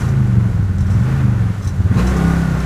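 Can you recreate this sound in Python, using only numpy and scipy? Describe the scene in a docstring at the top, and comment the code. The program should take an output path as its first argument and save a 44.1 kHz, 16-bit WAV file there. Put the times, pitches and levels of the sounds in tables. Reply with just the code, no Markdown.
"""A muddy water hole, with a V8 pickup working through: two swells of throttle, a sag to idle, a hard rev.
Uneven firings boom in the exhaust pipe and turn raspy under load; a few heavy chugs lead into the rev.
The engine clatters and hisses in step with its cycle, over a low rumble of rolling.
Loose parts near the microphone rattle now and then."""
import sys
import numpy as np
from scipy import signal
from scipy.fft import rfft, irfft, next_fast_len
from scipy.io import wavfile
from scipy.ndimage import uniform_filter1d

SR = 44100
rng = np.random.default_rng(int(sys.argv[2]) if len(sys.argv) > 2 else 0)


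def store_pcm(level_fs):
    """Save levels as 16-bit WAV."""
    pcm = np.round(np.clip(level_fs, -1, 1) * 32767).astype(np.int16)
    wavfile.write(sys.argv[1], SR, np.atleast_2d(pcm).T)


N = 116865

# Engine speed. Each row: time in seconds, four-stroke cycles per second.
ENGINE_SPEED = [(0, 28.3), (.1, 27.7), (.296, 23.8), (.482, 22.5), (.712, 18.4), (.828, 17.4), (.902, 18.6),
                (1.07, 26.1), (1.164, 26.9), (1.38, 22.8), (1.52, 21.2), (1.68, 18.2), (1.79, 16.5),
                (1.9, 18.5), (1.98, 29.3), (2.05, 31.2), (2.15, 33.25), (2.306, 33.8), (2.402, 33.7),
                (2.5, 32.5), (2.65, 30.3)]
# Loudness of the engine's rasp. Each row: time in seconds, level in dB.
RASP_LEVEL = [(0, -31), (.2, -35.5), (.45, -35.5), (.72, -40), (.9, -35.5), (1.08, -32.5), (1.3, -33.5),
              (1.55, -38), (1.78, -38.5), (1.92, -34), (1.99, -28), (2.06, -27.5), (2.14, -27), (2.27, -28),
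              (2.45, -30), (2.65, -30.5)]
# Firings of the cylinder bank nearer the microphone. Each entry: place in the cycle in eighths.
NEAR_BANK = [0, 3, 5, 6]
# Spectrum of the clatter and the rushing gas. Each row: frequency in Hz, relative level in dB.
CLATTER_SPECTRUM = [(120, -27), (280, 7), (450, 2), (650, -0.5), (1100, -1.5), (1450, 0.5), (1650, -6),
                    (2000, -8.5), (2700, -15.5), (5000, -36), (15000, -58)]
PHASE_JITTER_RAD = .14
LOAD_STEADIES = .45  # share of the speed jitter and panel noise that full load takes away


def undb(db):
    """Decibels to gain."""
    return 10 ** (np.asarray(db) / 20)


def unit(x):
    """Scale to rms 1."""
    return x / np.sqrt(np.mean(x ** 2))


def curve(rows):
    """Join (seconds, value) rows with straight lines."""
    return np.interp(np.arange(N) / SR, *np.array(rows, float).T[:2])


def walk(rate):
    """Smooth random wander with a spread near 1."""
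    hold = int(SR / rate)
    steps = np.repeat(rng.standard_normal(N // hold + 1), hold)
    return 1.3 * uniform_filter1d(uniform_filter1d(steps, hold), hold)[:N]


def colour(x, points):
    """Causal filter with the given (Hz, dB) response; output at rms 1."""
    size = 2 * next_fast_len(N)
    hz, db = np.array(points, float).T
    bins = np.maximum(np.arange(size // 2 + 1) * SR / size, 1)
    cepstrum = irfft(np.log(undb(np.interp(np.log(bins), np.log(hz), db))))
    cepstrum[1:size // 2] *= 2  # fold to minimum phase
    cepstrum[size // 2 + 1:] = 0
    return unit(irfft(rfft(x, size) * np.exp(rfft(cepstrum)))[:N])


def steady(x):
    """Even out slow level changes, so that a level curve sets the loudness."""
    return x / np.sqrt(uniform_filter1d(x ** 2, size=SR // 6) + 1e-9)


def ring(x, rings):
    """Excite (Hz, width in Hz, dB) resonances; output at rms 1."""
    return unit(sum(undb(db) * unit(signal.lfilter(*signal.iirpeak(hz, hz / width, fs=SR), x))
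                    for hz, width, db in rings))


def strike(start, db, decay, rise=.0023):
    """Envelope of a quick rise and an exponential fall, times in seconds."""
    age = np.maximum(np.arange(N) / SR - start, 0)
    return undb(db) * np.minimum(age / rise, 1) * np.exp(-np.maximum(age - rise, 0) / decay)


def chassis(bump_s=1.668, bump_hz=95, decay_s=.005):
    """One dull bump over the low rumble of rolling."""
    age = np.maximum(np.arange(N) / SR - bump_s, 0)
    bump = -np.sin(2 * np.pi * bump_hz * age) * age / decay_s * np.exp(1 - age / decay_s)
    rumble = colour(rng.standard_normal(N),
                    [(10, -28), (25, 1), (50, -19), (120, 11), (300, -21), (2000, -93)])
    return undb(-9) * bump + undb(-28) * rumble


def rattles():
    """Loose parts jingle near the microphone, with one clank as the engine takes the load."""
    # The jingles. Each row: start in seconds, level in dB, decay in seconds.
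    hits = [(.003, -40.5, 0.021), (.085, -40.5, 0.018), (.781, -41, 0.01), (.805, -43, .02),
            (.864, -45.5, 0.012), (0.904, -43.5, 0.074), (1.621, -43.5, 0.043), (1.644, -44, 0.035),
            (1.672, -36.5, 0.014), (2.067, -34, .03), (2.165, -35, .012), (2.6, -38, 0.011)]
    # Spectrum of their grit. Each row: frequency in Hz, relative level in dB.
    grit_spectrum = [(1500, -26), (3000, -3.5), (4000, -5), (4700, -6), (5400, -0.5), (5950, -2),
                     (6600, -4), (8000, -13), (9000, -10), (10000, -8), (11500, -22), (13500, -12),
                     (15000, -30)]
    # Resonances of the parts and of the clank. Each row: frequency in Hz, width in Hz, relative dB.
    part_rings = [(3997, 20, -9), (5456, 110, 0), (5970, 130, 1), (7173, 35, -3), (7730, 62, -6),
                  (8042, 40, -7)]
    clank_rings = [(465, 50, 4), (1065, 50, 3.5), (2450, 100, -5), (3900, 120, -9)]
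    envelope = sum(strike(*hit) for hit in hits)
    grit = rng.standard_normal(N) * undb(1.3 * walk(700))
    jingle = undb(-6) * colour(grit, grit_spectrum) + undb(-4.5) * ring(grit, part_rings)
    clank = strike(start=1.96, db=-23.5, decay=.025, rise=.036) * ring(grit, clank_rings)
    return envelope * jingle + clank


def clink(start_s=1.672):
    """One loose metal part is struck squarely and rings out."""
    # Its modes. Each row: frequency in Hz, level in dB, decay in seconds.
    modes = [(3997, -43, .03), (5870, -37, .012), (6010, -36, .014)]
    t = np.arange(N) / SR
    return sum(strike(start_s, db, decay) * np.sin(2 * np.pi * hz * t) for hz, db, decay in modes)


def firings(cycle, far_bank_db=-9.5, scatter_db=1.5):
    """Eight pulses a cycle, the far bank weaker; also their strength, held between firings."""
    slot = np.floor(8 * cycle).astype(int)
    near = np.isin(np.arange(1024) % 8, NEAR_BANK)
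    strength = undb(np.where(near, 0, far_bank_db) + scatter_db * rng.standard_normal(len(near)))[slot]
    return np.diff(slot, prepend=0) * strength, strength


def knocks(cycle, count=256):
    """A pattern of mechanical ticks that comes round every cycle, varying a little in strength."""
    strengths = rng.standard_normal(count)
    places = np.sort(rng.random(count))
    index = np.searchsorted(places, cycle % 1) % count
    onsets = np.diff(index, prepend=0) != 0
    return onsets * strengths[index] * (1 + .14 * rng.standard_normal(N))


def engine_hiss(gas_flow):
    """Treble noise that pulses lightly with the firings."""
    # Loudness of the hiss. Each row: time in seconds, relative level in dB.
    level = [(0, -39), (.13, -48), (.5, -49), (.7, -52), (.9, -47), (1.1, -47), (1.3, -48), (1.8, -48.5),
             (1.92, -48), (2.0, -40), (2.25, -39), (2.45, -41.5), (2.65, -42.5)]
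    # Its spectrum. Each row: frequency in Hz, relative level in dB.
    spectrum = [(800, -15), (2500, 1), (3900, 1.5), (5000, -1.5), (6200, 1), (7600, -0.5), (8800, -6),
                (10000, -4.5), (12000, -10), (15000, -12)]
    hiss = colour((gas_flow + .6) * rng.standard_normal(N), spectrum)
    return hiss * undb(curve(level) - 1 + .5 * walk(30.9))


def body_panels(ticks, gas_flow, load):
    """Clatter and pulsing noise set the body panels ringing at a wavering level."""
    # Panel resonances. Each row: frequency in Hz, width in Hz, relative level in dB.
    resonances = [(293, 70, -2), (445, 48, -5), (778, 40, -7), (1077, 42, -4), (1210, 35, -6),
                  (1455, 130, 2), (1746, 50, -6)]
    drive = unit(ticks) + (1 - LOAD_STEADIES * load) * gas_flow * rng.standard_normal(N)
    return steady(ring(drive, resonances)) * undb(-6.5 + 2.5 * walk(12))


def engine_rasp(cycle, load):
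    """Firings bark, parts clatter, gas rushes and hisses; load lifts bark and clatter over the gas."""
    # Spectrum of the bark. Each row: frequency in Hz, relative level in dB.
    bark_spectrum = [(120, -41), (260, 6.5), (440, 7.5), (600, 2.5), (780, 1.5), (920, -5.5), (1100, -2),
                     (1300, -4), (1470, -2), (1700, -3), (2000, -2), (2700, -19.5), (15000, -71)]
    pulses, strength = firings(cycle)
    bark = steady(colour(pulses * rng.standard_normal(N), bark_spectrum)) * undb(-9.5 + 4 * load)
    ticks = knocks(cycle)
    clatter = steady(colour(ticks, CLATTER_SPECTRUM)) * undb(-4.5 + 1.5 * load)
    since_firing = 8 * cycle % 1
    gas_flow = 2.7 + strength * np.exp(-since_firing / 1.8)
    gas = steady(colour(gas_flow * rng.standard_normal(N), CLATTER_SPECTRUM)) * undb(-1 - 3 * load)
    panels = body_panels(ticks, gas_flow, load)
    return undb(curve(RASP_LEVEL)) * (bark + clatter + gas + panels) + engine_hiss(gas_flow)


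def rev_overtones(cycle, load, width_s=.1, waver_db=3):
    """Rough overtones that each swell and fade during the hard rev."""
    # The swells. Each row: multiple of the cycle rate, relative level in dB, peak time in seconds.
    swells = [(9, -2, 2.3), (11, -4, 2.11), (12, -6, 2.3), (13, -2.5, 2.25), (23, -4, 2.22), (32, -9, 2.22),
              (36, -4, 2.25), (43, -6.5, 2.24), (44, -5.5, 2.42), (45, -8, 2.46)]
    t = np.arange(N) / SR
    tones = 0
    for order, db, peak_s in swells:
        swell = undb(db + waver_db * walk(25.03)) * np.exp(-.5 * ((t - peak_s) / width_s) ** 2)
        tones += swell * np.cos(2 * np.pi * order * cycle + PHASE_JITTER_RAD * walk(50))
    return load * undb(curve(RASP_LEVEL)) * tones


def exhaust_chugs(width_s=.0097):
    """Heavy thumps from the pipe as the engine picks up from idle, each with a cough of gas."""
    # The thumps. Each row: peak time in seconds, pitch in Hz, level in dB.
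    thumps = [(1.806, 91.5, -6), (1.86, 92, -5), (1.916, 102, -5), (1.962, 105, -11)]
    t = np.arange(N) / SR
    cough_ring = [(187, 112, 0)]
    cough = undb(-15.5) * ring(ring(rng.standard_normal(N), cough_ring), cough_ring)
    return sum(undb(db) * np.exp(-.5 * ((t - at) / width_s) ** 2)
               * (np.sin(2 * np.pi * hz * (t - at)) + cough) for at, hz, db in thumps)


def exhaust_boom(cycle, load, idle_hz=17, throb_depth=.42):
    """The tones of the uneven firing order and a burble of single puffs, both through the pipe."""
    # Exhaust tones. Each row: multiple of the cycle rate, relative dB at no load and at full load.
    orders = [(1, -29, -8), (2, -12, 4.5), (3, -5.5, -20.5), (4, -6, -10.5), (5, 1, 3), (6, -6, -1.5),
              (7, -22.5, -6.5), (8, -3.5, 4), (9, -9, -4), (10, -12, -4), (11, -8.5, -5), (12, -20, -13),
              (13, -19, -1.5), (14, -9, -1)]
    # The main note, order five, dips and swells in the rev. 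Each row: time in seconds, gain in dB.
    main_note = [(1.97, 0), (2.09, -8.5), (2.17, 3.5), (2.27, 2)]
    # Response of the pipe. Each row: frequency in Hz, relative gain in dB.
    pipe = [(20, -38), (35, -10.5), (50, -5.5), (68, -3.5), (90, -1), (115, 1.5), (135, 0), (152, -12),
            (170, -4), (184, -1.5), (203, -4.5), (218, -12), (245, -19.5), (290, -18), (340, -16.5),
            (450, -29.5), (3000, -97.5)]
    # Loudness of the boom. Each row: time in seconds, level in dB.
    level = [(0, -15.5), (.12, -14.5), (.3, -11.5), (.5, -12.5), (.7, -15.5), (.82, -14.5), (.92, -12.5),
             (1.15, -14), (1.4, -12.5), (1.49, -15), (1.55, -22), (1.76, -21), (1.91, -26), (1.96, -12.5),
             (2.1, -14), (2.3, -13), (2.65, -17.5)]
    tones = 0
    for order, light_db, full_db in orders:
        bank_phase = np.angle(np.exp(-2j * np.pi * order * np.array(NEAR_BANK) / 8).sum())
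        unrest = 1 if order in (2, 5, 6, 8) else 2
        db = light_db + load * (full_db - light_db) + (order == 5) * curve(main_note)
        waver_db = 1.6 * unrest * walk(14)
        jitter = PHASE_JITTER_RAD * (unrest + (1 - load) * max(order - 8, 0) / 3) * walk(22.04)
        tones += undb(db + waver_db) * np.cos(2 * np.pi * order * cycle + bank_phase + jitter)
    puffs = firings(cycle)[0] * rng.standard_normal(N)
    burble = undb(-10.5 - load) * steady(colour(puffs, pipe))
    # One throb a cycle, deepest at idle.
    throb = 1 + throb_depth * idle_hz / curve(ENGINE_SPEED) * (1 - load) * np.cos(2 * np.pi * cycle)
    drone = undb(-.52) * steady(colour(tones * throb, pipe))
    return undb(curve(level)) * (drone + burble)


def scene():
    """The pickup at one microphone: speed and load drive the engine, with rattles and chassis added."""
    # The throttle. Each row: time in seconds, load from 0 to 1.
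    throttle = [(0, 0.27), (.2, 0.18), (1.9, 0.01), (2.0, 0.96), (2.4, 0.99), (2.65, 0.78)]
    load = np.clip(curve(throttle), 0, 1)
    speed_jitter = .005 * (1 - LOAD_STEADIES * load) * walk(40)
    cycle = .15 + np.cumsum(curve(ENGINE_SPEED) * (1 + speed_jitter)) / SR  # running count of cycles
    engine = exhaust_boom(cycle, load) + engine_rasp(cycle, load) + rev_overtones(cycle, load)
    return (engine + exhaust_chugs() + rattles() + clink() + chassis())[None]


def record(dry):
    """The recorder rounds the highest peaks and cuts the top."""
    ceiling, top_hz = .76, 15300
    rounded = dry / (1 + (dry / ceiling) ** 6) ** (1 / 6)
    return signal.sosfilt(signal.ellip(10, .2, 80, top_hz, fs=SR, output="sos"), rounded)


dry = scene()
out = record(dry)
store_pcm(out)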